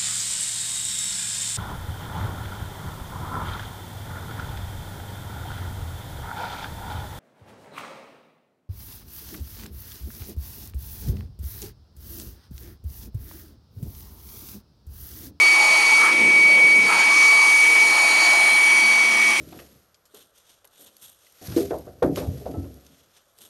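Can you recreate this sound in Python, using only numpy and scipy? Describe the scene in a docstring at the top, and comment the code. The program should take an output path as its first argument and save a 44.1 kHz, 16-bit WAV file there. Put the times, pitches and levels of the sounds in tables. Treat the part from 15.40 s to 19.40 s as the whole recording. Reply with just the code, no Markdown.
"""A high, steady whine over rushing air: an electric blower, flat out, dusts a tractor engine outdoors.
The ten-blade impeller makes the whine; air churning in the housing makes the rush around it.
The jet sweeps over the metal: it roars and hisses on edges, whistles hollowly in gaps, and for a
moment turns to a low, dull flutter. Short echoes off the engine comb the jet noise."""
import sys
import numpy as np
from scipy import signal
from scipy.fft import rfft, irfft
from scipy.io import wavfile
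from scipy.ndimage import map_coordinates

SR = 44100
rng = np.random.default_rng(int(sys.argv[2]) if len(sys.argv) > 2 else 0)


def int16_out(signal):
    """Quantize to a 16-bit WAV file."""
    q = np.round(np.clip(np.atleast_2d(signal).T, -1, 1) * 32767)
    wavfile.write(sys.argv[1], SR, q.astype(np.int16))


N = 176400
TIME_S = np.arange(N) / SR
BIN_HZ = np.arange(N // 2 + 1) * SR / N

# Each row: time in seconds, blade-passing frequency in Hz.
BLADE_HZ = [(0, 2262), (.2, 2260), (.45, 2256), (.8, 2267), (1.25, 2257), (1.7, 2266), (2.05, 2265),
            (2.5, 2267.5), (2.8, 2264), (3.3, 2265), (3.8, 2258), (4, 2260)]
# Blade harmonics 1 to 3. Each row: time in seconds, level in dB before trim.
WHINE_DB = [(0.0, -14.5), (0.26, -18), (0.34, -17), (0.41, -19.5), (0.54, -15), (0.71, -19), (1.01, -14),
            (1.17, -15), (1.26, -13.5), (1.41, -15), (1.44, -19), (1.55, -21.5), (1.63, -16.5), (1.74, -17),
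            (1.83, -14), (2.05, -16), (2.42, -15), (2.51, -18.5), (3.27, -16.5), (3.66, -18), (3.74, -19),
            (3.87, -18), (4.0, -22.5)]
SECOND_DB = [(0, -35), (.07, -30.5), (.16, -32.5), (.45, -31.5), (.57, -35), (.62, -39), (.82, -50),
             (.98, -39.5), (1.12, -35), (1.2, -45.5), (1.3, -34), (1.4, -58), (1.5, -35), (1.7, -38.5),
             (1.9, -33.5), (2.4, -45.5), (2.6, -35.5), (2.87, -29.5), (2.93, -40), (3.25, -42), (3.45, -31),
             (3.65, -38.5), (3.76, -54), (4, -46)]
THIRD_DB = [(0, -45), (.12, -48), (.22, -37), (.4, -45), (.6, -44), (.85, -54), (1.2, -56), (1.5, -45),
            (1.9, -41.5), (2.4, -52), (2.48, -41), (2.85, -34.5), (3.0, -42), (3.55, -44), (3.8, -57),
            (4, -51)]
# Each row: multiple of the shaft rate, early level in dB, late level in dB.
SHAFT_TONES = [(1, -65.5, -46), (2, -46.5, -55), (3, -49, -46.5), (4, -44, -50), (6, -46.5, -52),
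               (11, -36, -41), (12, -45, -47)]
# Each row: frequency in Hz at mean speed, level in dB.
MOTOR_TONES = [(2615, -46), (2814, -50)]

def impeller(blades=10, speed_jitter=0.000594, trim_db=1.44):
    """Passing blades whine, shaken by the inflow, over weak shaft and motor tones."""
    blade_hz = curve(BLADE_HZ) * (1 + speed_jitter * wander(9.9))
    shaft_rad = 2 * np.pi * np.cumsum(blade_hz / blades) / SR
    blade_rad = blades * shaft_rad
    out = undb(curve(WHINE_DB) + trim_db + 0.56 * wander(33)) * np.sin(blade_rad)
    for harmonic, levels, overtone_trim_db in ((2, SECOND_DB, 1), (3, THIRD_DB, 0.5)):
        gain = undb(curve(levels) + overtone_trim_db + 2.15 * wander(23))
        out += gain * np.sin(harmonic * blade_rad + 0.36 * wander(30))
    # The shaft tones change balance as the blower moves.
    move_mid_s, move_length_s = 3.01, 0.7
    moved = np.clip((TIME_S - move_mid_s) / move_length_s + 0.5, 0, 1)
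    for order, early_db, late_db in SHAFT_TONES:
        gain = undb(early_db + moved * (late_db - early_db) + 1.9 * wander(7.7))
        out += gain * np.sin(order * shaft_rad + 0.45 * wander(12))
    for hz, db in MOTOR_TONES:
        out += undb(db) * np.sin(blade_rad * hz / blade_hz.mean() + 0.2 * wander(6))
    return np.sqrt(2) * out  # rms to peak


# Each row: frequency in Hz, relative density in dB.
HOUSING_SPECTRUM = [(1400, -14), (1600, -13), (1800, -5.5), (2050, -3), (2170, 3), (2330, 1.5), (2480, -1),
                    (2620, -6.5), (2800, -11), (3100, -6.5)]
# Each row: time in seconds, level in dB before trim.
HOUSING_DB = [(0, -21.5), (.6, -21.5), (.8, -24), (1.38, -25.5), (1.52, -21), (1.9, -22.5), (2.3, -21),
              (2.5, -22), (3.3, -21), (3.8, -22), (4, -21.5)]

def housing():
    """Air churns in the fan housing, loudest around the blade tone."""
    return turbulence(HOUSING_SPECTRUM, HOUSING_DB, trim_db=-4.5, flicker_db=1.3)


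# Each row: frequency in Hz, relative density in dB.
HISS_SPECTRUM = [(2200, -25), (2750, 1), (3150, -4.5), (3700, -2), (4150, 4.5), (4600, 3.5), (5350, 2),
                 (5850, 2), (6200, 1.5), (6600, 2), (7100, -7.5), (8000, -8)]
SIZZLE_SPECTRUM = [(6000, -40), (7000, -11), (7450, -5.5), (8000, -9.5), (8550, -1.5), (9000, -2.5),
                   (9450, 1.5), (10000, -5), (10600, -9), (11200, -14), (12500, -17), (15500, -19.5)]
FLUTTER_SPECTRUM = [(25, -30), (50, -32), (100, -18), (150, -12), (205, -2), (260, -5), (325, 6),
                    (410, -4.5), (550, 1.5), (750, -26), (1100, -35)]
ROAR_SPECTRUM = [(400, -21), (570, -17), (670, -6.5), (750, -6.5), (850, 2), (1020, -1), (1220, 2),
                 (1370, -6.5), (1500, -13.5), (1900, -10), (2600, -42)]
# Each row: time in seconds, level in dB before trim.
HISS_DB = [(0, -33), (.6, -32.5), (.8, -38), (1.35, -38.5), (1.6, -33.5), (1.85, -33), (2.1, -34),
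           (2.4, -33.5), (2.85, -33), (3.2, -36), (3.6, -34.5), (4, -35)]
SIZZLE_DB = [(0, -31.5), (.65, -32), (.76, -37), (1.1, -36.5), (1.44, -36.5), (1.51, -32), (1.66, -34),
             (1.76, -31.5), (2.3, -30.5), (3.04, -30.5), (3.4, -32.5), (3.78, -33), (4, -31.5)]
FLUTTER_DB = [(0, -41), (.55, -42), (.74, -34.5), (.81, -30.5), (.96, -35.5), (1.25, -36.5), (1.55, -35.5),
              (1.7, -41), (1.9, -43), (2.4, -42), (2.7, -42), (3.2, -41.5), (3.6, -42.5), (4, -40.5)]
ROAR_DB = [(0, -29.5), (.3, -28.5), (.46, -29.5), (.56, -27.5), (.69, -25.5), (.74, -33.5), (1.1, -34),
           (1.47, -34.5), (1.51, -26), (1.65, -29), (2.1, -29.5), (2.25, -31), (2.48, -30), (2.56, -26.5),
           (3.0, -27.5), (3.25, -29.5), (3.6, -30), (4, -32.5)]

def jet():
    """The jet hits the engine: low flutter, roar, and a hiss and sizzle that echo off the metal."""
    hiss = turbulence(HISS_SPECTRUM, HISS_DB, trim_db=2.5, flicker_db=0.57)
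    sizzle = turbulence(SIZZLE_SPECTRUM, SIZZLE_DB, trim_db=-2, flicker_db=0.44)
    flutter = turbulence(FLUTTER_SPECTRUM, FLUTTER_DB, trim_db=1.5, flicker_db=0.9)
    roar = turbulence(ROAR_SPECTRUM, ROAR_DB, trim_db=-1, flicker_db=1.14)
    return flutter + roar + metal_echoes(hiss + sizzle)


# Each row: start in seconds, end in seconds, centre in Hz, width in Hz, level in dB.
GAP_CROSSINGS = [(0.18, .28, 843, 90, -28), (0.213, 0.375, 654, 120, -35.5), (.22, .45, 4160, 262, -36.5),
                 (0.37, 0.598, 853, 109, -33), (0.597, .71, 1260, 200, -24.5), (0.602, .7, 1690, 203, -33),
                 (0.784, 0.897, 207, 150, -39.5), (0.806, .93, 8370, 250, -44),
                 (.93, 1.4, 9320, 260, -43.5), (.9, 1.602, 184, 55, -47), (1.084, 1.27, 576, 279.8, -35.5),
                 (1.384, 1.463, 217, 129, -37), (1.49, 1.576, 1320, 170, -26.5),
                 (1.498, 1.627, 880, 139, -28.5), (1.5, 1.732, 1610, 250, -36),
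                 (1.67, 2.124, 1150, 170, -31), (1.722, 1.9, 6000, 1100, -32.5),
                 (1.948, 2.197, 6400, 305, -37.5), (2.001, 2.347, 9700, 280.2, -41),
                 (2.42, 2.65, 4260, 260, -33.5), (2.537, 3.136, 687, 180, -36),
                 (2.58, 2.92, 9030, 350, -39.5), (2.68, 3.185, 4120, 210, -33),
                 (2.966, 3.394, 9530, 330, -37), (3.0, 4.0, 3240, 300, -37),
                 (3.22, 4.0, 5850, 219.9, -38.5), (3.25, 3.55, 10420, 250.4, -42),
                 (3.727, 3.93, 1920, 90, -32.5), (2.501, 3.1, 1820, 160, -38.5),
                 (2.2, 2.496, 327, 60, -44.5), (2.55, 3.653, 1580, 300, -43)]

def gap_whistles(fade_s=0.04):
    """A gap or edge rings hollowly while the jet crosses it."""
    hz = BIN_HZ + SR / N  # one bin up avoids 0 Hz
    out = np.zeros(N)
    for start_s, end_s, centre_hz, width_hz, db in GAP_CROSSINGS:
        detuning = (hz - centre_hz ** 2 / hz) / width_hz
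        ring = shaped_noise(1 / (1 + detuning ** 2))
        inside_s = np.minimum(TIME_S - start_s, end_s - TIME_S)
        out += ring * undb(db) * np.clip(inside_s / fade_s + 0.5, 0, 1)
    return out


# Each row: mean delay in ms, gain in dB.
ECHO_PATHS = [(1.35, -16), (2.9, -15), (4.7, -15), (8.3, -16), (13, -19)]

def metal_echoes(air, drift_ms=0.11):
    """Engine and bonnet reflect the air noise; the paths drift as the nozzle moves."""
    out = air.copy()
    for delay_ms, db in ECHO_PATHS:
        lag_samples = (delay_ms + drift_ms * wander(1.1)) * SR / 1000
        out += undb(db) * map_coordinates(air, [np.arange(N) - lag_samples], order=3, mode="mirror")
    return out


def turbulence(colour, levels, trim_db, flicker_db, swell_db=0.57, swell_hz=4.15):
    """Coloured air noise; each third octave swells on its own and all flicker together."""
    octave = np.log2(np.maximum(BIN_HZ, 1))
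    knot_hz, knot_db = np.array(colour, float).T
    knot_octave = np.log2(knot_hz)
    skirt_db = -40 * np.abs(octave - np.clip(octave, knot_octave[0], knot_octave[-1]))
    spectrum = rfft(rng.standard_normal(N)) * undb(np.interp(octave, knot_octave, knot_db) + skirt_db)
    air = np.zeros(N)
    for centre_octave in np.arange(12, 44) / 3:
        band = np.maximum(1 - 3 * np.abs(octave - centre_octave), 0)
        swell = np.interp(TIME_S * swell_hz, np.arange(64), rng.standard_normal(64))
        air += irfft(spectrum * band, N) * undb(swell_db * swell)
    air *= undb(flicker_db * wander(30))
    return unit_rms(air) * undb(curve(levels) + trim_db)


def wander(rate_hz):
    """Smooth random motion up to about rate_hz, rms 1."""
    return shaped_noise(1 / (1 + (BIN_HZ / rate_hz) ** 4))


def shaped_noise(bin_gains):
    """Filtered white noise, rms 1."""
    return unit_rms(irfft(rfft(rng.standard_normal(N)) * bin_gains, N))


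def curve(table):
    """Join (seconds, value) rows with straight lines."""
    times_s, values = np.array(table, float).T
    return np.interp(TIME_S, times_s, values)


def unit_rms(x):
    """Scale to rms 1."""
    return x / np.sqrt(np.mean(x ** 2))


def undb(db):
    """Decibels to gain."""
    return 10 ** (db / 20)


def scene():
    """Blower and jet, close by in the open air; mono."""
    return (impeller() + housing() + metal_echoes(jet()) + gap_whistles())[None]


def record(dry, cutoff_hz=15550):
    """A steep low-pass cuts the top treble."""
    return signal.sosfilt(signal.ellip(10, 0.2, 80, cutoff_hz, fs=SR, output="sos"), dry)


dry = scene()
out = record(dry)
int16_out(out)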